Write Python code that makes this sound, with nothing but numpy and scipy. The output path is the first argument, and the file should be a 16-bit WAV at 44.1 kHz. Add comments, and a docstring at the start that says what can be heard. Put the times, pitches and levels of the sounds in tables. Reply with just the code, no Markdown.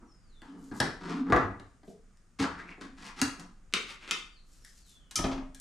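"""In a kitchen, a ring-pull soup can is opened: the tab snaps up, the seam pops, the lid tears back and breaks free.
The lid is laid on the counter, the can clinks on a stoneware pot and thick soup flops in.
Contacts are noise bursts shaped by each body, some with ringing tones; tearing and sliding are runs of tiny slips.
Hard cabinets answer with a short tail. Under it lie a low room rumble, a thin hiss and faint falling
whistles, like a bird outside, made from gliding sine tones."""
import sys
import numpy as np
from scipy import signal
from scipy.fft import rfft, irfft, next_fast_len
from scipy.io import wavfile
from scipy.ndimage import map_coordinates

SR = 44100
rng = np.random.default_rng(int(sys.argv[2]) if len(sys.argv) > 2 else 0)


def log_audio(samples):
    """Write samples as a 16-bit WAV file to the path given in sys.argv[1]."""
    # one column per channel
    frames = np.atleast_2d(samples).T
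    # limit to full scale, then quantise
    limited = np.clip(frames, -1, 1)
    pcm = np.round(limited * 32767).astype(np.int16)
    wavfile.write(sys.argv[1], SR, pcm)


N = 247356  # length of the scene in samples

# Contacts. Columns: (time [s], level [dB], brightness [dB], contact length [s])
# snaps and ticks of the tin
SNAPS = [(0.4188, -70, -1, 0.0096), (0.714, -64, -10.5, 0.027), (0.8017, -42, 1.5, 0.023),
         (0.8046, -46.5, -0.5, 0.0017), (0.8418, -55, -2, 0.02), (1.3015, -55, -12.5, .016),
         (1.5978, -67.5, -4, 0.03), (1.832, -77, -7, .03), (2.1725, -95.5, 12, 0.0055),
         (2.7804, -76.5, -13, 0.022), (2.812, -62, -4, 0.024), (3.2156, -46, 7.5, 0.017),
         (3.3963, -70.5, 8, 0.06), (4.648, -81.5, 16, 0.029), (5.1107, -70, 10.5, 0.052),
         (5.547, -83, 19, .042)]
# the seam gives way and the lid buckles; columns as above
POPS = [(1.3231, -34.5, 1.5, 0.077), (1.3485, -45.5, -3.5, .04), (1.3626, -41, 4, .068),
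        (2.4005, -56, -6.5, 0.075), (3.2185, -55, -1.5, 0.031)]
# a dull knock as the grip changes; columns as above
KNOCKS = [(1.879, -78, -1, 0.08)]
# the loose lid touches the counter; columns as above
LID_TAPS = [(3.7264, -72, -4.5, 0.004), (3.7379, -46.5, 0, 0.029), (4.0776, -67, -7, .007),
            (4.1106, -51, 2, 0.046)]
# the can touches the pot; columns as above
POT_TAPS = [(5.1566, -52, -0.5, 0.16), (5.5997, -61, -3.5, 0.029)]
# soup lands; columns as above
FLOPS = [(5.166, -64, -3.5, 0.18), (5.1884, -52, -3, 0.035), (5.2389, -46.5, -1, 0.08),
         (5.2511, -55, 0, 0.18), (5.3118, -53, 0.5, 0.15), (5.3755, -61, -3.5, 0.077)]

# Rubbing strokes. Columns: (peak time [s], rise [s], fall [s], level [dB], brightness [dB])
# the can scuffs on the counter
SCUFFS = [(.02, .02, 0.054, -62, -3.5), (.425, 0.0083, 0.074, -54.5, 6.5), (.54, 0.055, 0.16, -66.5, 3),
          (.73, .018, 0.039, -50, -3)]
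# strokes that pry the tab and tear the seam; columns as above
TEARS = [(.44, .02, 0.15, -70, 7), (.54, .07, .18, -63.5, -11.5), (.725, .015, 0.076, -51, -5.5),
         (1.1, 0.097, 0.11, -41, -3), (1.312, .055, 0.004, -39.5, -11), (1.375, .02, 0.069, -41.5, -8),
         (2.399, .012, 0.053, -35, 3.5), (2.428, .025, 0.023, -33.5, 1), (2.595, .025, 0.058, -50.5, -1.5),
         (2.705, .04, 0.033, -54, -1), (2.818, .014, 0.062, -52, 3), (2.985, .02, 0.08, -55, 2.5),
         (3.07, .07, 0.05, -48, 4.5), (3.205, .045, 0.0033, -42, 2.5), (3.405, .04, 0.045, -54, -7)]
# the lid slides on the counter; columns as above
SLIDES = [(3.905, .04, 0.052, -51, 3), (4.04, 0.04, 0.065, -55, -1), (4.098, .03, .012, -48.5, 0)]

# Other strokes. Columns: (peak time [s], rise [s], fall [s], level [dB])
# the can wall groans under the pull
GROANS = [(.5, .03, 0.11, -45), (0.551, .02, 0.032, -40.5), (0.634, .015, 0.21, -48),
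          (0.734, .02, 0.055, -45), (1.073, .015, 0.037, -38.5), (1.146, .016, 0.035, -31),
          (1.218, .03, 0.048, -27), (1.305, .05, 0.045, -28), (2.411, .016, 0.043, -26.5),
          (2.829, .02, 0.062, -45), (2.938, .05, 0.14, -52.5), (3.223, .008, 0.055, -25)]
# fingers and sleeves brush over the tin; columns as above
BRUSHES = [(0.659, 0.092, .12, -67.5), (0.771, .035, 0.031, -54.5), (1.9, 0.059, 0.036, -68.5),
           (4.537, .09, 0.138, -67), (4.678, 0.065, 0.098, -64.5), (4.784, 0.055, 0.044, -63),
           (4.896, .05, 0.067, -61.5)]
# pulls that curl the lid; columns as above
CURLS = [(2.445, .02, 0.043, -35), (2.51, 0.028, 0.12, -50), (2.6, .03, 0.081, -47.5),
         (2.69, .03, 0.059, -49.5)]

# one falling whistle: (time after its start [s], pitch [Hz], level before its start level is added [dB])
WHISTLE_GLIDE = [(0, 6170, -13), (.06, 5270, 3), (0.159, 4920, -12.5), (.23, 4610, -6), (.31, 3544, 1.5),
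                 (.385, 3435, 1.5), (0.442, 3040, -7), (.519, 2950, -4.5)]
# when that whistle is heard: (start time [s], level to add [dB])
WHISTLE_STARTS = [(0.045, -67.5), (4.584, -64.5)]
# a separate falling chirp: (time [s], pitch [Hz], level before a common cut [dB])
CHIRP_GLIDE = [(4.222, 4660, -69), (4.34, 4650, -67), (4.359, 4470, -62), (4.379, 4150, -58.5),
               (4.4, 3700, -77)]

# resonances of the can: (pitch [Hz], width before the grip widens it [Hz], strength, halved in use [dB])
CAN_RESONANCES = [(288, 12, -6.5), (832, 6.4, -11), (1352, 58, -16.5), (1657, 28, 5.5), (1954, 46, -1.5),
                  (2400, 54, -31.5), (2700, 9.7, -18), (2790, 130, -28.5)]
# ringing tones of the lid: (pitch [Hz], level [dB], time to drop 60 dB before the extra fade [s])
LID_MODES = [(2090, 5, .2), (2685, 9, .22), (3090, 3, 0.23), (3470, -0.5, 0.33), (3610, 9.5, 0.28),
             (3700, 1.5, 0.4), (4100, -5, 0.21), (4700, -10.5, .35), (6600, -0.5, 0.16), (8200, -24, 0.16)]
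# ringing tones of the pot; columns as above
POT_MODES = [(1260, -9, 0.94), (3130, -2, 0.13), (4570, -1.5, 0.087), (5326, 6, 0.0906), (5905, 0, 0.21),
             (5950, 2.5, 0.14), (6261, 6.5, 0.074), (8086, -66, 0.75), (8716, -18.5, 0.177),
             (9460, -2, 0.19), (9800, -10.5, 0.25)]

# Colours: how strongly each body or noise sounds at each frequency. Columns: (frequency [Hz], level [dB])
# the can when it snaps
CAN_COLOUR = [(35, -46.5), (60, -21), (186, -19.5), (263, -8.5), (418, -16.5), (551, -25), (744, -16),
              (1010, -15.5), (1670, -13), (2470, -29.5), (4110, -24), (9670, -34.5), (15000, -59)]
# the can when it pops; columns as above
POP_COLOUR = [(24, -20.5), (40, 2), (76, 5), (109, 7.5), (234, -21.5), (264, -0.5), (321, -6.5), (464, 2),
              (538, -13), (796, -5.5), (945, -9.5), (1180, -6), (3140, -35.5), (5940, -40.5), (14000, -66)]
# the torn tin; columns as above
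TEAR_COLOUR = [(71, -51), (120, -20.5), (173, 0), (280, -4.5), (323, -6.5), (465, -15), (616, -28.5),
               (696, -13), (1200, -8), (2860, -28.5), (4940, -29.5), (9430, -42.5), (15000, -71.5)]
# the scuffing can; columns as above
SCUFF_COLOUR = [(60, -26), (175, 4), (300, 2.5), (550, -20), (900, -5), (1350, -7.5), (2500, -27),
                (9000, -48.5)]
# the dull knock; columns as above
KNOCK_COLOUR = [(47, -45), (80, 7), (181, -2.5), (343, -13), (476, -4.5), (570, -19), (680, -2),
                (780, -9.5), (932, -31), (1270, -31), (4000, -33), (5200, -68), (8800, -120)]
# skin and cloth; columns as above
BRUSH_COLOUR = [(600, -23.5), (1500, -12.5), (2600, 1.5), (4000, 7), (7500, 11.5), (12500, 0), (15000, -17)]
# the lid; columns as above
LID_COLOUR = [(35, -73.5), (60, -18), (289, -1), (324, -7.5), (355, -1), (648, -18.5), (780, -14.5),
              (1360, -5), (1830, -7), (2110, -1), (3580, -3.5), (8620, -17), (9670, -20.5), (15000, -44)]
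# the pot; columns as above
POT_COLOUR = [(59, -104), (100, 13), (1020, -51.5), (1260, 14), (1530, -14.5), (2420, -3.5), (2580, -41),
              (3050, 1), (3530, -7), (6090, -1.5), (10500, -10.5), (14100, -24), (15000, -72.5)]
# the soup; columns as above
SOUP_COLOUR = [(15, -52.5), (25, -1), (65, -19.5), (164, -16.5), (238, -10.5), (266, 8), (295, -11),
               (372, -4.5), (472, -23.5), (584, -15.5), (1470, -27.5), (2380, -28), (5690, -36.5),
               (14000, -70.5)]
# the room rumble; columns as above
RUMBLE_COLOUR = [(12, -37), (20, 8.5), (45, -3.5), (97, -16), (164, -13.5), (278, -21.5), (470, -29),
                 (1020, -33), (1240, -27), (3360, -41.5), (5090, -57.5), (6910, -36.5), (8860, -57.5),
                 (10500, -57.5), (15000, -73)]
# the hiss; columns as above
HISS_COLOUR = [(2500, -23), (5000, -8.5), (7500, -11), (9100, -7), (9700, -18), (15000, -32)]

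# how long the kitchen's answer lasts: (frequency [Hz], time to drop 60 dB [s])
KITCHEN_DECAY = [(100, 0.71), (300, 0.4), (1000, 0.44), (3000, 0.42), (7000, 0.36), (14000, 0.3)]
# how strong the answer is: (frequency [Hz], level before each sound's wet level is added [dB])
KITCHEN_GAIN = [(80, -7), (250, -0.5), (1200, 3.5), (3000, -3), (7000, -5), (14000, -7.5)]
# how alike left and right are: (frequency [Hz], likeness [0 to 1])
ALIKE = [(100, 0.91), (300, 0.95), (700, 0.71), (2500, 0.45), (7000, .68), (13000, 0.15)]
# borders of the four registers thud, wall, clank and crack: [Hz]
EDGES_HZ = [20, 170, 550, 2300, 16000]

# Shares of the registers before brightness. Columns: (thud [dB], wall [dB], clank [dB], crack [dB])
# snaps
SNAP_SHARE_DB = [-8, -2, -2.5, -3]
# pops; columns as above
POP_SHARE_DB = [-4, -3, -1.5, -11]
# the knock; columns as above
KNOCK_SHARE_DB = [-11, 16, -12, -5.5]
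# lid taps; columns as above
LID_SHARE_DB = [-30, -8.5, -1, 6]
# pot taps; columns as above
POT_SHARE_DB = [-10, -17, -4, 9]
# soup; columns as above
SOUP_SHARE_DB = [4, 6.5, -0.5, -5.5]
# tears; columns as above
TEAR_SHARE_DB = [-11.5, -1.5, -2.5, -4]
# lid slides; columns as above
SLIDE_SHARE_DB = [-40, -8, 2.5, 0.5]
# scuffs; columns as above
SCUFF_SHARE_DB = [-5.5, 4, -2, -42]

TOP_HZ = 15400  # nothing is kept from here up
GROAN_HZ = 271
GRIP_HZ = 45  # the gripping hand widens each can resonance by this much
SWELL_DB = 12.5  # a stroke starts and ends this far under its peak
SHEEN_HZ, SHEEN_TILT = 4000, 0.6  # well above this, each dB of brightness adds so many dB per octave
# the curling lid's note climbs steadily as it peels; the width is how far it reaches to each side
CURL_HZ, CURL_RISE_HZ_PER_S, CURL_START_S, CURL_WIDTH_HZ = 787, 4500, 2.39, 394


def amp(db):
    """Turn decibels into gain."""
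    return 10 ** (np.asarray(db) / 20)


def unit(x):
    """Scale a sound to an average (rms) strength of 1."""
    return x / np.sqrt(np.mean(x ** 2) + 1e-30)


def along(points, hz):
    """Read a (frequency, value) table at any frequency, on a log axis."""
    f, v = np.transpose(points)
    return np.interp(np.log(hz + 1), np.log(f + 1), v)


def curves(rows):
    """Give a 5 ms fade at both ends, then each column joined up sample by sample over the rows' time span."""
    times, *columns = np.transpose(rows)
    t = np.arange(times[0], times[-1] + .01, 1 / SR)
    fade = np.clip(np.minimum(t - t[0], t[-1] - t) / .005, 0, 1)
    return [fade] + [np.interp(t, times, column) for column in columns]


def swell(rise, fall):
    """Gain of one stroke: it climbs to its peak and dies away, evenly in dB."""
    times = np.cumsum([0, max(rise, .003), max(fall, .003)])
    fade, db = curves(np.transpose([times, [-SWELL_DB, 0, -SWELL_DB]]))
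    return fade * amp(db)


def wobble(rate, size):
    """A smooth random curve with this many random points a second."""
    knots = rng.standard_normal(int(size * rate / SR) + 4)
    return map_coordinates(knots, [np.arange(size) * rate / SR])


def add(track, s, sound):
    """Mix a sound into the track from time s."""
    part = track[:, max(round(s * SR), 0):][:, :sound.shape[-1]]
    part += sound[..., :part.shape[-1]]


def filtered(x, response):
    """Shape a sound by a gain (and phase) that depends on frequency."""
    size = 2 * next_fast_len(x.shape[-1] // 2 + 4096)
    hz = np.fft.rfftfreq(size, 1 / SR)
    return irfft(rfft(x, size) * response(hz), size)[..., :x.shape[-1]]


def causal(points, hz):
    """A filter with the given colour that reacts as early as it can (minimum phase)."""
    cepstrum = irfft(np.log(amp(np.maximum(along(points, hz), -80))))
    half = len(hz) - 1
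    folded = np.r_[cepstrum[0], 2 * cepstrum[1:half], np.zeros(half)]
    return np.exp(rfft(folded))


def tin(colour, hz, ring_db):
    """A colour with the can's resonances standing out of it; the gripping hand widens them."""
    peaks = 0
    for centre, width, db in CAN_RESONANCES:
        peaks = peaks + amp(db / 2) * 1j * hz * width / (centre ** 2 - hz ** 2 + 1j * hz * (width + GRIP_HZ))
    return causal(colour, hz) * (1 + amp(ring_db) * peaks)


def registers(x):
    """Split a sound into thud, wall, clank and crack parts, each of rms 1."""
    parts = []
    for edges in zip(EDGES_HZ, EDGES_HZ[1:]):
        band = signal.butter(3, edges, 'band', fs=SR, output='sos')
        parts.append(unit(signal.sosfilt(band, x)))
    return parts


def voiced(x, share_db, bright_db):
    """Weigh the registers of a sound; a brighter contact gains crack and sheen and loses bass."""
    x = filtered(x, lambda hz: amp(bright_db * SHEEN_TILT * np.log2(np.hypot(1, hz / SHEEN_HZ))))
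    weights = amp(np.add(share_db, bright_db * np.array([-1, -1, 0, 1])))
    return weights @ np.array(registers(x))


def spread(pair):
    """Mix two unrelated noises so that left and right are as alike as the table says."""
    turn = lambda hz: np.arccos(np.clip(along(ALIKE, hz), 0, 1)) / 2
    mid, side = filtered(pair, lambda hz: np.array([np.cos(turn(hz)), np.sin(turn(hz))]))
    return np.array([mid + side, mid - side])


def kitchen(x, wet_db):
    """Direct sound plus a diffuse tail as the cabinets answer; left is a little louder above the bass."""
    hz, t, noise = signal.stft(spread(rng.standard_normal((2, SR * 2 // 3))), SR, nperseg=256)
    decay = amp(along(KITCHEN_GAIN, hz)[:, None] - 60 * t / along(KITCHEN_DECAY, hz)[:, None])
    tail = signal.istft(noise * decay, SR, nperseg=256)[1]
    tail = tail * np.sqrt(2 * np.log(1000) / (.5 * SR))
    build_up = np.clip(np.arange(tail.shape[1]) / (0.0029 * SR), 0, 1) ** 2  # over 2.9 ms
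    answer = amp(wet_db) * tail * build_up
    answer[:, 0] += 1  # the direct sound
    lean = lambda hz: amp(np.outer([.5, -.5], along([(200, -0.5), (500, 2.0)], hz)))
    return filtered(signal.fftconvolve(x[None], answer, axes=1), lean)


def ringing(modes, t):
    """A sum of dying sine tones with slightly unsteady pitch, faded out within a third of a second."""
    ring = 0
    for hz, db, t60 in modes:
        phase = 2 * np.pi * hz * t + 1.2 * wobble(150, len(t))
        ring = ring + amp(db + rng.normal(0, 1.2) - 60 * t / t60) * np.sin(phase)
    return unit(ring * (1 - t / t[-1]))


def blows(rows, body, share_db, grit, wet_db, soft=0, modes=(), ring_db=0):
    """Each contact is a push and a short chatter into the body, which may ring on in its modes."""
    out, t = np.zeros((2, N)), np.arange(SR // 3) / SR
    for s, level_db, bright_db, length in rows:
        force = rng.standard_normal(len(t)) * amp(-60 * t / max(length, .001))
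        force *= grit * np.sqrt(length / 0.016) / np.linalg.norm(force)  # longer contacts chatter more
        force[0] += 1  # the push
        if soft:
            force *= 1 - np.exp(-t / soft)  # a yielding contact swells over some milliseconds
        sound = voiced(filtered(force, body), share_db, bright_db)
        if len(modes):
            sound = sound + amp(bright_db + ring_db) * ringing(modes, t)
        add(out, s, kitchen(amp(level_db) * sound, wet_db))
    return out


def slips(size, rate, scatter_db, smooth):
    """Stick and slip: tiny releases of uneven size (rate a second on average) over a smooth rub."""
    sizes = amp(scatter_db * np.clip(rng.standard_normal(size), -2, 2))
    grains = (rng.random(size) < rate / SR) * sizes * rng.choice([-1, 1], size)
    return unit(grains) + smooth * rng.standard_normal(size)


def strokes(rows, body, share_db, rate, scatter_db, smooth, wet_db):
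    """Runs of slips shake the body as hard as each stroke pulls."""
    out = np.zeros((2, N))
    for peak, rise, fall, level_db, bright_db in rows:
        pull = amp(level_db) * swell(rise, fall)
        rub = filtered(slips(len(pull), rate, scatter_db, smooth), body)
        add(out, peak - rise, kitchen(pull * voiced(rub, share_db, bright_db), wet_db))
    return out


def room_tone():
    """A slowly heaving rumble and a thin steady hiss, both coloured noise."""
    def noise(colour):
        pair = spread(rng.standard_normal((2, N)))
        return unit(filtered(pair, lambda hz: amp(along(colour, hz))))
    rumble = amp(-57.5 + 1.7 * wobble(6.26, N)) * noise(RUMBLE_COLOUR)
    return rumble + amp(-78.5) * noise(HISS_COLOUR)


def scuffs():
    """The can rubs on the counter in uneven little slips."""
    return strokes(SCUFFS, lambda hz: causal(SCUFF_COLOUR, hz), SCUFF_SHARE_DB,
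                   rate=370, scatter_db=2.5, smooth=0.4, wet_db=1)


def whistles():
    """Thin falling sine tones with a slightly shaky pitch, smeared by distance with a strong tail."""
    out = np.zeros((2, N))
    calls = [(s, db, WHISTLE_GLIDE) for s, db in WHISTLE_STARTS] + [(CHIRP_GLIDE[0][0], 0, CHIRP_GLIDE)]
    for s, level_db, rows in calls:
        fade, hz, db = curves(rows)
        shaky_hz = hz * (1 + 0.0019 * wobble(160, len(hz)))
        tone = np.sin(2 * np.pi * np.cumsum(shaky_hz) / SR)
        add(out, s, kitchen(fade * amp(db + level_db - 7.0) * tone, wet_db=11.5))
    return out


def snaps():
    """Sudden small releases of the tin set off the can's resonances."""
    return blows(SNAPS, lambda hz: tin(CAN_COLOUR, hz, ring_db=4.5), SNAP_SHARE_DB, grit=1.8, wet_db=5.0)


def tears():
    """Prying and tearing shake the can in a run of slips."""
    return strokes(TEARS, lambda hz: tin(TEAR_COLOUR, hz, ring_db=2.5), TEAR_SHARE_DB,
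                   rate=490, scatter_db=-3.5, smooth=0.75, wet_db=2.5)


def groans():
    """At each pull the can wall groans on one low note with unsteady phase and level."""
    out = np.zeros((2, N))
    for peak, rise, fall, level_db in GROANS:
        pull = swell(rise, fall)
        phase = 2 * np.pi * GROAN_HZ * np.arange(len(pull)) / SR + .5 * wobble(60, len(pull))
        level = pull * amp(level_db + 1.5 * wobble(34, len(pull)))
        add(out, peak - rise, kitchen(level * unit(np.sin(phase)), wet_db=-10.0))
    return out


def brushing():
    """Skin and cloth make a fine, airy rustle."""
    out = np.zeros((2, N))
    for peak, rise, fall, level_db in BRUSHES:
        touch = amp(level_db) * swell(rise, fall)
        rub = slips(len(touch), rate=500, scatter_db=2, smooth=.5)
        rustle = filtered(rub, lambda hz: causal(BRUSH_COLOUR, hz))
        add(out, peak - rise, kitchen(touch * unit(rustle), wet_db=6.5))
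    return out


def pops():
    """The seam gives way and the lid buckles, setting off the can's resonances strongly."""
    return blows(POPS, lambda hz: tin(POP_COLOUR, hz, ring_db=13.5), POP_SHARE_DB, grit=0.6, wet_db=4.5)


def knock():
    """A dull knock as the grip changes, without ringing tones."""
    return blows(KNOCKS, lambda hz: causal(KNOCK_COLOUR, hz), KNOCK_SHARE_DB, grit=0.63, wet_db=4.5)


def curling():
    """At each pull the lid scrapes with a rough note that climbs as the curl tightens."""
    out = np.zeros((2, N))
    for peak, rise, fall, level_db in CURLS:
        pull = swell(rise, fall)
        t = peak - rise - CURL_START_S + np.arange(len(pull)) / SR
        turn = np.exp(2j * np.pi * np.cumsum(CURL_HZ + CURL_RISE_HZ_PER_S * t) / SR)
        kicks = slips(len(t), rate=260, scatter_db=-1.5, smooth=0.47)
        # shift the moving note down to 0 Hz, keep what lies near it, then shift it back up
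        near = signal.butter(2, CURL_WIDTH_HZ, fs=SR, output='sos')
        note = turn * signal.sosfilt(near, kicks / turn)
        level = pull * amp(level_db + 2.0 * wobble(45, len(t)))
        add(out, peak - rise, kitchen(level * unit(note.real), wet_db=0.0))
    return out


def lid_taps():
    """The loose lid touches the counter and rings briefly."""
    return blows(LID_TAPS, lambda hz: causal(LID_COLOUR, hz), LID_SHARE_DB,
                 grit=0.5, wet_db=5.0, modes=LID_MODES, ring_db=-3)


def lid_slides():
    """The lid slides on the counter in dense little slips."""
    return strokes(SLIDES, lambda hz: causal(LID_COLOUR, hz), SLIDE_SHARE_DB,
                   rate=650, scatter_db=-0.5, smooth=0.79, wet_db=1)


def pot_taps():
    """The can chatters on the stoneware pot, which rings clearly."""
    return blows(POT_TAPS, lambda hz: causal(POT_COLOUR, hz), POT_SHARE_DB,
                 grit=4.8, wet_db=3, modes=POT_MODES, ring_db=9)


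def soup_flops():
    """Thick soup lands softly: it yields, so each contact swells in."""
    return blows(FLOPS, lambda hz: causal(SOUP_COLOUR, hz), SOUP_SHARE_DB, grit=2.3, wet_db=1.0, soft=0.0025)


def scene():
    """Open the can, put the lid down, tip out the soup."""
    background = room_tone() + whistles()
    can = scuffs() + snaps() + tears() + groans() + brushing() + pops() + knock() + curling()
    lid = lid_taps() + lid_slides()
    return background + can + lid + pot_taps() + soup_flops()


def record(dry):
    """Keep only what lies below the top frequency."""
    return filtered(dry, lambda hz: hz < TOP_HZ)


dry = scene()
out = record(dry)
log_audio(out)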